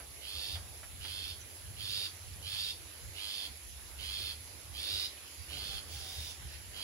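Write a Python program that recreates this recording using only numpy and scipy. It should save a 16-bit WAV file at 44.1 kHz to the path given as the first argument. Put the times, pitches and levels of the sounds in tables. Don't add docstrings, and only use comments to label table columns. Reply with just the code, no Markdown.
import sys
import numpy as np
from scipy import signal
from scipy.fft import rfft, irfft, next_fast_len
from scipy.io import wavfile
from scipy.ndimage import uniform_filter1d

SR = 44100
rng = np.random.default_rng(int(sys.argv[2]) if len(sys.argv) > 2 else 0)


def persist_wave(psi):
    counts = np.round(np.clip(psi, -1, 1) * 32767).astype(np.int16)
    wavfile.write(sys.argv[1], SR, np.atleast_2d(counts).T)


def invert_db(level):
    return 10 ** (np.asarray(level, dtype=float) / 20)


N = 301203


def evened(x):
    return x / np.sqrt(np.mean(x ** 2, -1, keepdims=True) + 1e-20)


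def read(points, hz):
    f, value = np.transpose(points)
    return np.interp(np.log(hz + 1), np.log(f + 1), value)


def coloured(x, points, lag_samples=0.):
    size = next_fast_len(x.shape[-1] + 512)
    hz = np.fft.rfftfreq(size, 1 / SR)
    response = invert_db(read(points, hz)) * np.exp(-2j * np.pi * hz * lag_samples / SR)
    return irfft(rfft(x, size) * response, size)[..., :x.shape[-1]]


def resonate(x, hz, width_hz):
    turn = np.exp(2j * np.pi * np.cumsum(hz * np.ones(x.shape[-1])) / SR)
    r = np.exp(-np.pi * width_hz / SR)
    return 2 * (turn * signal.lfilter([1 - r], [1, -r], x / turn)).real


def drift(shape, size):
    return evened(uniform_filter1d(uniform_filter1d(rng.standard_normal(shape), size), size))


def add_at(out, start_s, sound):
    part = out[..., round(start_s * SR):][..., :sound.shape[-1]]
    part += sound[..., :part.shape[-1]]


def loudness(bird):
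    threshold_db, smoothing_s = -49.5, 0.089
    power = abs(uniform_filter1d((bird ** 2).mean(0), round(smoothing_s * SR)))
    return 10 * np.log10(1 + power / invert_db(2 * threshold_db))


# frequency in Hz, level in dB per Hz.
HUM_COLOUR = [(120, -105.5), (200, -97.5), (320, -91.5), (780, -94.5), (1200, -97), (2000, -94),
              (3500, -94), (5500, -95), (7400, -96.5), (8300, -106), (9500, -101), (12000, -101),
              (14000, -105), (15500, -104)]
# frequency in Hz, left-right likeness.
HUM_SAME = [(60, 0.46), (180, 0.3), (550, 0.53), (1650, 0.088), (4970, 0), (15000, 0.081)]
# frequency in Hz, left minus right in dB.
HUM_SIDE = [(100, 0), (380, -3.5), (900, -2), (2300, -7), (3300, -3), (5000, -4), (7300, -3.5), (8200, 0),
            (12500, 3), (15500, 2)]
# time in seconds, level in dB.
HUM_COURSE = [(0, -1.5), (.8, -0.5), (1.6, -1), (2.2, -0.5), (3.5, 0.5), (4.5, 0), (5.2, .5), (5.55, 1.5),
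              (6.1, 2), (6.83, -0.5)]


def hum(over_db):
    lift_per_db, swell_rms_db, patch_rms_db = 0.25, 0.74, 1.87
    frames, hz = N // 256 + 5, np.fft.rfftfreq(1024, 1 / SR)
    at = np.arange(frames) * 256
    a, b, c, d, patches = rng.standard_normal((frames, 513, 5)).T
    patches = uniform_filter1d(uniform_filter1d(patches, size=10, axis=0), size=12, axis=1)
    lift_db = lift_per_db * np.interp(at, np.arange(N), over_db - over_db.mean())
    swell_db = lift_db + swell_rms_db * drift(frames, size=30)
    far_db = np.interp(at / SR, *np.transpose(HUM_COURSE))
    reach = np.interp(hz, [1000, 3000], [1, .35])[:, None]
    same = np.clip(read(HUM_SAME, hz), -1, 1)[:, None]
    left = a + 1j * b
    z = np.array([left, same * left + np.sqrt(1 - same ** 2) * (c + 1j * d)])
    level_db = read(HUM_COLOUR, hz)[:, None] + patch_rms_db * patches / patches.std()
    level_db = level_db + reach * swell_db + (hz < 8000)[:, None] * far_db
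    side_db = np.array([.5, -.5])[:, None, None] * read(HUM_SIDE, hz)[:, None]
    z *= invert_db(level_db + side_db)
    z[:, hz < 90] = 0
    return invert_db(20.5) * signal.istft(z, nperseg=1024, noverlap=768)[1][:, :N]


# peak in seconds, spread in seconds, level in dB, centre in Hz,
# upper skirt in dB relative to the level.
LUMPS = [(0.0, 0.24, -55.5, 57, 2), (.38, 0.047, -50, 72.4, -33), (.55, 0.053, -43, 81, -23),
         (.76, 0.17, -56, 75, -20), (1.0, 0.14, -50, 76, -21), (1.28, .13, -51, 78, -13),
         (1.72, 0.11, -47.5, 81.4, -21), (1.92, 0.12, -53.5, 96.5, -14), (2.36, 0.19, -49, 83.2, -8),
         (2.81, 0.029, -51.5, 68.5, -42), (3.06, 0.051, -47, 78, -64), (3.5, 0.02, -47.5, 63.6, -2),
         (3.74, 0.18, -52.5, 55, -17), (4.05, 0.16, -49.5, 68, -9), (4.28, 0.18, -52.5, 83, -10),
         (4.729, 0.078, -49, 74, -18), (4.95, 0.038, -48, 82.5, -22), (5.408, 0.031, -48.5, 73.4, -21),
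         (5.6, 0.18, -49.5, 71, 3.5), (5.75, 0.025, -46.5, 73, -11), (5.948, 0.063, -46.5, 75, -5),
         (6.199, 0.048, -44, 71, -5), (6.44, 0.05, -45, 69.6, 0.5), (6.62, 0.2, -52, 73.6, -4)]


def rumble():
    rise_db, fall_db, calm_db = 10, 5., -62.5
    t = np.arange(0, N + 64, 64) / SR
    s, spread_s, peak_db, centre_hz, skirt_db = np.transpose(LUMPS)[..., None]
    u = (t - s) / spread_s
    loss_db = np.where(u < 0, rise_db * u ** 2, fall_db * u)
    power = invert_db(2 * (peak_db - loss_db)) + invert_db(2 * calm_db) / len(s)
    total = power.sum(0)
    slow = 10 * np.log10(total), (power * centre_hz).sum(0) / total, (power * skirt_db).sum(0) / total
    level_db, hz, skirt_db = (np.interp(np.arange(N) / SR, t, c) for c in slow)
    shared, left, right = rng.standard_normal((3, N))
    noise = np.array([shared + 0.73 * left, shared + 0.78 * right])
    core = evened(resonate(resonate(noise, hz, 19.2), hz, 46.5))
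    core += 0.33 * evened(resonate(resonate(noise, 53.6, 21), 71, 27))
    steady = core / np.sqrt(uniform_filter1d((core ** 2).mean(0), size=5000) + 0.13)
    skirt = evened(resonate(resonate(noise, 82, 24), 127, 24))
    low = invert_db(level_db + 1.5) * (steady + invert_db(skirt_db - 12.0) * skirt) * invert_db([[-.8], [.8]])
    return signal.sosfilt(signal.butter(2, 35, "high", fs=SR, output="sos"), low)


# body resonance in Hz, width in Hz, left level in dB, right level in dB.
CICADAS = [
    (10870, 750, -85, -54.5),
    (10710, 990, -57, -53.5),
    (7440, 260, -80, -67.5),
]
CICADA_PULSE = [(131.6, .9), (137.5, .55), (43, .3)]


def cicadas(over_db):
    lift_per_db, fade_db = 0.089, -1.5
    swell_db = lift_per_db * over_db + fade_db * (np.arange(N) / N) ** 3
    out = np.zeros((2, N))
    for (hz, width_hz, left_db, right_db), (rate_hz, depth) in zip(CICADAS, CICADA_PULSE):
        turns = np.cumsum(rate_hz * (1 + .006 * drift(N, size=4000))) / SR
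        bursts = 1 - depth + depth * 2 * np.exp(-(turns % 1) / .4)
        clicks = bursts * rng.standard_normal((2, N))
        buzz = resonate(resonate(clicks, hz, width_hz), hz, 1.15 * width_hz)
        out += evened(buzz) * invert_db(np.array([[left_db], [right_db]]) + 0.61 * drift(N, size=1500))
    return out * invert_db(swell_db - swell_db.mean())


# start in seconds, peak in dB, t60 in seconds.
KNOCKS = [
    (0.002, -48, 0.16),
    (0.553, -47.5, 0.34),
    (0.832, -47.5, 0.15),
    (1.049, -46.5, 0.15),
]
# frequency in Hz, level in dB.
KNOCK_COLOUR = [(250, -6), (700, 8.5), (1100, 2.5), (1400, 6), (2300, 4), (3200, -2), (5000, -28)]


def knocks():
    out, t = np.zeros((2, N)), np.arange(9000) / SR
    for start_s, peak_db, t60_s in KNOCKS:
        shared, left, right = rng.standard_normal((3, len(t)))
        burst = np.array([shared + 0.93 * left, shared + 0.88 * right]) * invert_db(-60 * t / t60_s)
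        burst[:, 0] += 14.
        add_at(out, start_s, invert_db(peak_db) * coloured(burst, KNOCK_COLOUR) * invert_db([[-2.], [2.]]))
    return out


# start in seconds, length in seconds, level in dB, pitch in Hz.
COO = (5.5, .11, -59.5, 141)
# multiple of the pitch, level in dB.
COO_TONES = [(1, 5), (2, -2), (3, -5), (4, -1), (5, -7)]


def coo():
    start_s, length_s, level_db, hz = COO
    t, out = np.arange(0, length_s, 1 / SR), np.zeros(N)
    turns = 2 * np.pi * np.cumsum(hz * (1.03 - .06 * t / length_s)) / SR
    tones = sum(invert_db(db) * np.sin(k * turns) for k, db in COO_TONES)
    add_at(out, start_s, invert_db(level_db) * np.sin(np.pi * t / length_s) * tones)
    return out


# start in seconds, length in seconds, level in dB, pitch in Hz.
HOOT = [
    (5.54, 0.081, -61, 735),
    (5.693, 0.13, -60, 796),
    (5.92, 0.16, -64.5, 788),
    (6.01, 0.24, -64, 775),
]


def hoot():
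    out = np.zeros((2, N))
    for start_s, length_s, level_db, hz in HOOT:
        t = np.arange(0, length_s, 1 / SR)
        turns = 2 * np.pi * np.cumsum(hz * (1 + 0.02 * drift(len(t), size=800))) / SR
        swell = np.sin(np.pi * (t / length_s) ** 0.57) ** 2
        note = invert_db(level_db + 2.5) * swell * (np.sin(turns) + 0.5 * np.sin(2 * turns))
        add_at(out, start_s, note * invert_db([[-1.5], [1.5]]))
    return out


# start in seconds, level in dB, start pitch in Hz, end pitch in Hz,
# length in seconds.
CHIRPS = [(1.396, -63.5, 6200, 5950, 0.046), (2.334, -67, 5600, 4352, 0.012),
          (2.37, -76, 5300, 4700, 0.0082), (4.795, -68, 2310, 2230, 0.049), (5.164, -66, 3040, 2880, .03),
          (5.503, -63, 1120, 1260, 0.015), (6.29, -62, 5900, 6100, 0.03), (6.438, -89, 5430, 4968, 0.011),
          (6.482, -66, 5160, 4352, 0.0133), (6.535, -67, 5500, 4940, .012), (6.577, -77, 6400, 3470, .012),
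          (6.52, -68, 1850, 1870, 0.06)]


def chirps():
    side_db = -9
    out = np.zeros((2, N))
    for start_s, level_db, from_hz, to_hz, length_s in CHIRPS:
        hz = np.linspace(from_hz, to_hz, round(length_s * SR))
        note = np.sin(2 * np.pi * np.cumsum(hz) / SR) * np.hanning(len(hz))
        note *= 1 + 0.84 * drift(len(hz), size=40)
        add_at(out, start_s, invert_db(level_db + 9.5) * note * invert_db([[side_db / 2], [-side_db / 2]]))
    return out


# frequency in Hz, t60 in seconds.
GROVE = [(500, 0.18), (2000, 0.14), (5000, 0.22), (12000, 0.017)]


def grove(x):
    taps = np.zeros((2, SR // 2))
    at = np.arange(120, SR // 2 - 20, 20) + rng.integers(0, 20, (2, (SR // 2 - 121) // 20))
    np.put_along_axis(taps, at, rng.choice([-1., 1.], at.shape), 1)
    hz, t, z = signal.stft(taps, SR, nperseg=256)
    decay = invert_db(-60 * t / read(GROVE, hz)[:, None])
    decay = decay / np.linalg.norm(decay, axis=1, keepdims=True)
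    tail = signal.istft(z * decay, SR, nperseg=256)[1]
    return signal.fftconvolve(x[None], tail / np.linalg.norm(tail[0]), axes=1)[:, :N]


def call(row, shape, opening):
    start_s, length_s, peak_db, top_hz, swell_db = row
    attack_s, peak_at, sag_db, release_s, ends_db = shape
    share, open_s, shut_db, open_db, rough = opening
    end_drop, pitch_wobble, rough_wobble = 0.0412, .018, 0.14
    t = np.arange(0, length_s, 1 / SR)
    places_s = [0, attack_s, peak_at * length_s, length_s - release_s, length_s]
    below_db = [swell_db + ends_db, swell_db, 0, sag_db, sag_db + ends_db]
    level_db = peak_db - np.interp(t, places_s, below_db)
    shut = np.exp(-t / open_s)
    ending = np.clip(1 - (length_s - t) / (2 * release_s), 0, 1)
    wobble = pitch_wobble * drift(len(t), size=900)
    pitch_hz = top_hz * (1 - (1 - share) * shut - end_drop * ending + wobble)
    bright_db = open_db + (shut_db - open_db) * shut
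    return start_s + t, level_db, pitch_hz, bright_db, rough + rough_wobble * drift(len(t), size=900)


# frequency in Hz, level in dB.
TOP = [(7300, -10.5), (8150, -16.5), (8900, -11.5), (12000, -13), (14000, -24), (15000, -11)]


def rasp(controls, throat, beak, pipe, flutter, jitter, uneven, usual_hz):
    t, level_db, pitch_hz, bright_db, rough = controls
    rate_hz, sweep, throb = flutter
    shake = 2 * np.pi * (np.cumsum(rate_hz * (1 + 0.026 * drift(len(t), size=600))) / SR + rng.random())
    turns = np.cumsum(pitch_hz * (1 + sweep * np.sin(shake) + jitter * drift(len(t), size=40))) / SR
    pulses = sum(np.cos(2 * np.pi * k * turns + 0.297 * k * k) for k in range(1, 20))
    pulses *= 1 + uneven * np.cos(np.pi * turns)
    puffs = (0.7 + np.exp(-(turns % 1) / 0.16)) * rng.standard_normal(len(t))
    rough = np.clip(rough, 0, 1)
    drive = (1 - rough) * evened(pulses) + rough * evened(puffs)
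    drive = drive * (1 + throb * np.cos(shake - .8))

    def beak_tone(multiple, width_hz, db):
        hz = multiple * pitch_hz
        return invert_db(db) * resonate(resonate(drive, hz, width_hz), hz, 2 * width_hz)

    low, main, high = (beak_tone(*row) for row in beak)
    stretch = (pitch_hz / usual_hz) ** 0.62
    high += sum(invert_db(db) * resonate(drive, hz * stretch, width_hz) for hz, width_hz, db in pipe)
    fill_db = 0.5 + level_db + 42
    fill = invert_db(fill_db) * resonate(drive, 4.69 * pitch_hz, 500)
    leak = invert_db(-5) * drive
    voiced = coloured(leak + low + main + fill + invert_db(bright_db + 1.5) * high, throat + TOP)
    voiced /= np.sqrt(uniform_filter1d(voiced ** 2, size=3000) + 1e-12)
    fade = np.clip(np.minimum(t - t[0], t[-1] - t) / .006, 0, 1)
    out = np.zeros(N)
    add_at(out, t[0], invert_db(level_db) * fade * voiced)
    return out


# start in seconds, length in seconds, peak in dB, top pitch in Hz,
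# swell from onset to peak in dB.
FAR = [
    (1.536, 0.065, -55, 654, 1.5),
    (5.858, 0.48, -45.5, 731, 2.5),
    (6.457, 0.12, -54, 552, 0.5),
]
# frequency in Hz, level in dB.
FAR_THROAT = [(500, -52), (1100, -17), (2000, -17), (2800, -8.5), (3600, -5), (4300, -1.5), (5100, -4.5),
              (5900, -8.5), (6700, -13)]
# multiple of pitch, width in Hz, level in dB.
FAR_BEAK = [(4, 700, -4), (5, 700, 4), (7.3, 1190, -13)]
# frequency in Hz, width in Hz, level in dB.
FAR_PIPE = [(4970, 230, -6), (5700, 250, -10)]
# frequency in Hz, level in dB.
FAR_TOP = [(6000, 0), (12000, -6), (15000, 0)]


def far_shrike():
    shape = (0.058, .85, 0.54, 0.0253, 19)
    opening = (.85, .2, 2.7, 1.3, 0.62)
    flutter = (94, .05, .5)  # Hz, pitch swing, strength swing
    calls = sum(rasp(call(row, shape, opening), FAR_THROAT, FAR_BEAK, FAR_PIPE, flutter,
                     jitter=0.01, uneven=0.44, usual_hz=730) for row in FAR)
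    return invert_db(-0.2) * coloured(calls, FAR_TOP)


# start in seconds, length in seconds, peak in dB, top pitch in Hz,
# swell from onset to peak in dB.
NEAR = [
    (0.208, 0.37, -47, 889, 4.5),
    (0.999, 0.34, -48.5, 880, 1.5),
    (1.763, 0.32, -43.5, 931, 6),
    (2.421, 0.31, -43.5, 903, 5),
    (3.142, .34, -46.5, 859, 2.5),
    (3.975, .362, -46, 861, 3),
    (4.73, 0.35, -42, 949.4, 7),
    (5.479, 0.33, -48, 857.5, 1.5),
    (6.727, 0.32, -42, 880, 9.5),
]
# frequency in Hz, level in dB.
NEAR_THROAT = [(500, -45), (1100, -19), (1700, -8), (2300, -4), (3000, 2), (3650, 0), (4050, 2), (4700, 2),
               (5250, -1), (5750, -10)]
# multiple of pitch, width in Hz, level in dB.
NEAR_BEAK = [(3.15, 710, -12.5), (4, 720, 7), (5.2, 950, 1.5)]
# frequency in Hz, width in Hz, level in dB.
NEAR_PIPE = [(4420, 220, -1), (4810, 250, -1), (5200, 250, -7)]


def near_shrike():
    shape = (0.042, 0.57, 1.35, 0.02056, 10.8)
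    opening = (0.8, 0.09, -6.5, -6, 0.44)
    flutter = (99.5, .06, .55)
    calls = sum(rasp(call(row, shape, opening), NEAR_THROAT, NEAR_BEAK, NEAR_PIPE, flutter,
                     jitter=0.00913, uneven=0.8, usual_hz=880) for row in NEAR)
    return invert_db(8.0) * calls


# frequency in Hz, level in dB.
SCATTER = [(1000, -10.5), (2200, -1.5), (3000, -9), (5000, -2.5), (7000, 1), (15000, 15)]
# frequency in Hz, left minus right in dB.
BIRD_SIDE = [(1500, 3), (2500, -25), (3200, -8), (3700, -8.5), (5300, -4.5), (6000, 0), (7000, -4.5),
             (8400, 4), (10000, -13), (14000, 11), (15300, 0)]


def shrikes():
    near, far = near_shrike(), far_shrike()
    both = near + far
    diffuse = grove(coloured(near + invert_db(4.5) * far, SCATTER)) * invert_db([[-6.], [-3.]])
    left = coloured(both, BIRD_SIDE, lag_samples=-7)
    return np.array([left, both]) + diffuse


def scene():
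    bird = shrikes()
    over_db = loudness(bird)
    background = hum(over_db) + rumble() + cicadas(over_db)
    return background + knocks() + coo() + hoot() + chirps() + bird


def low_pass(x):
    return signal.sosfilt(signal.butter(12, 15790, fs=SR, output="sos"), x)


def record(dry):
    edge = signal.firwin(2047, 15780, window=("kaiser", 9), fs=SR)
    limited = signal.oaconvolve(dry, edge[None], "same")
    return low_pass(limited)


dry = scene()
out = record(dry)
persist_wave(out)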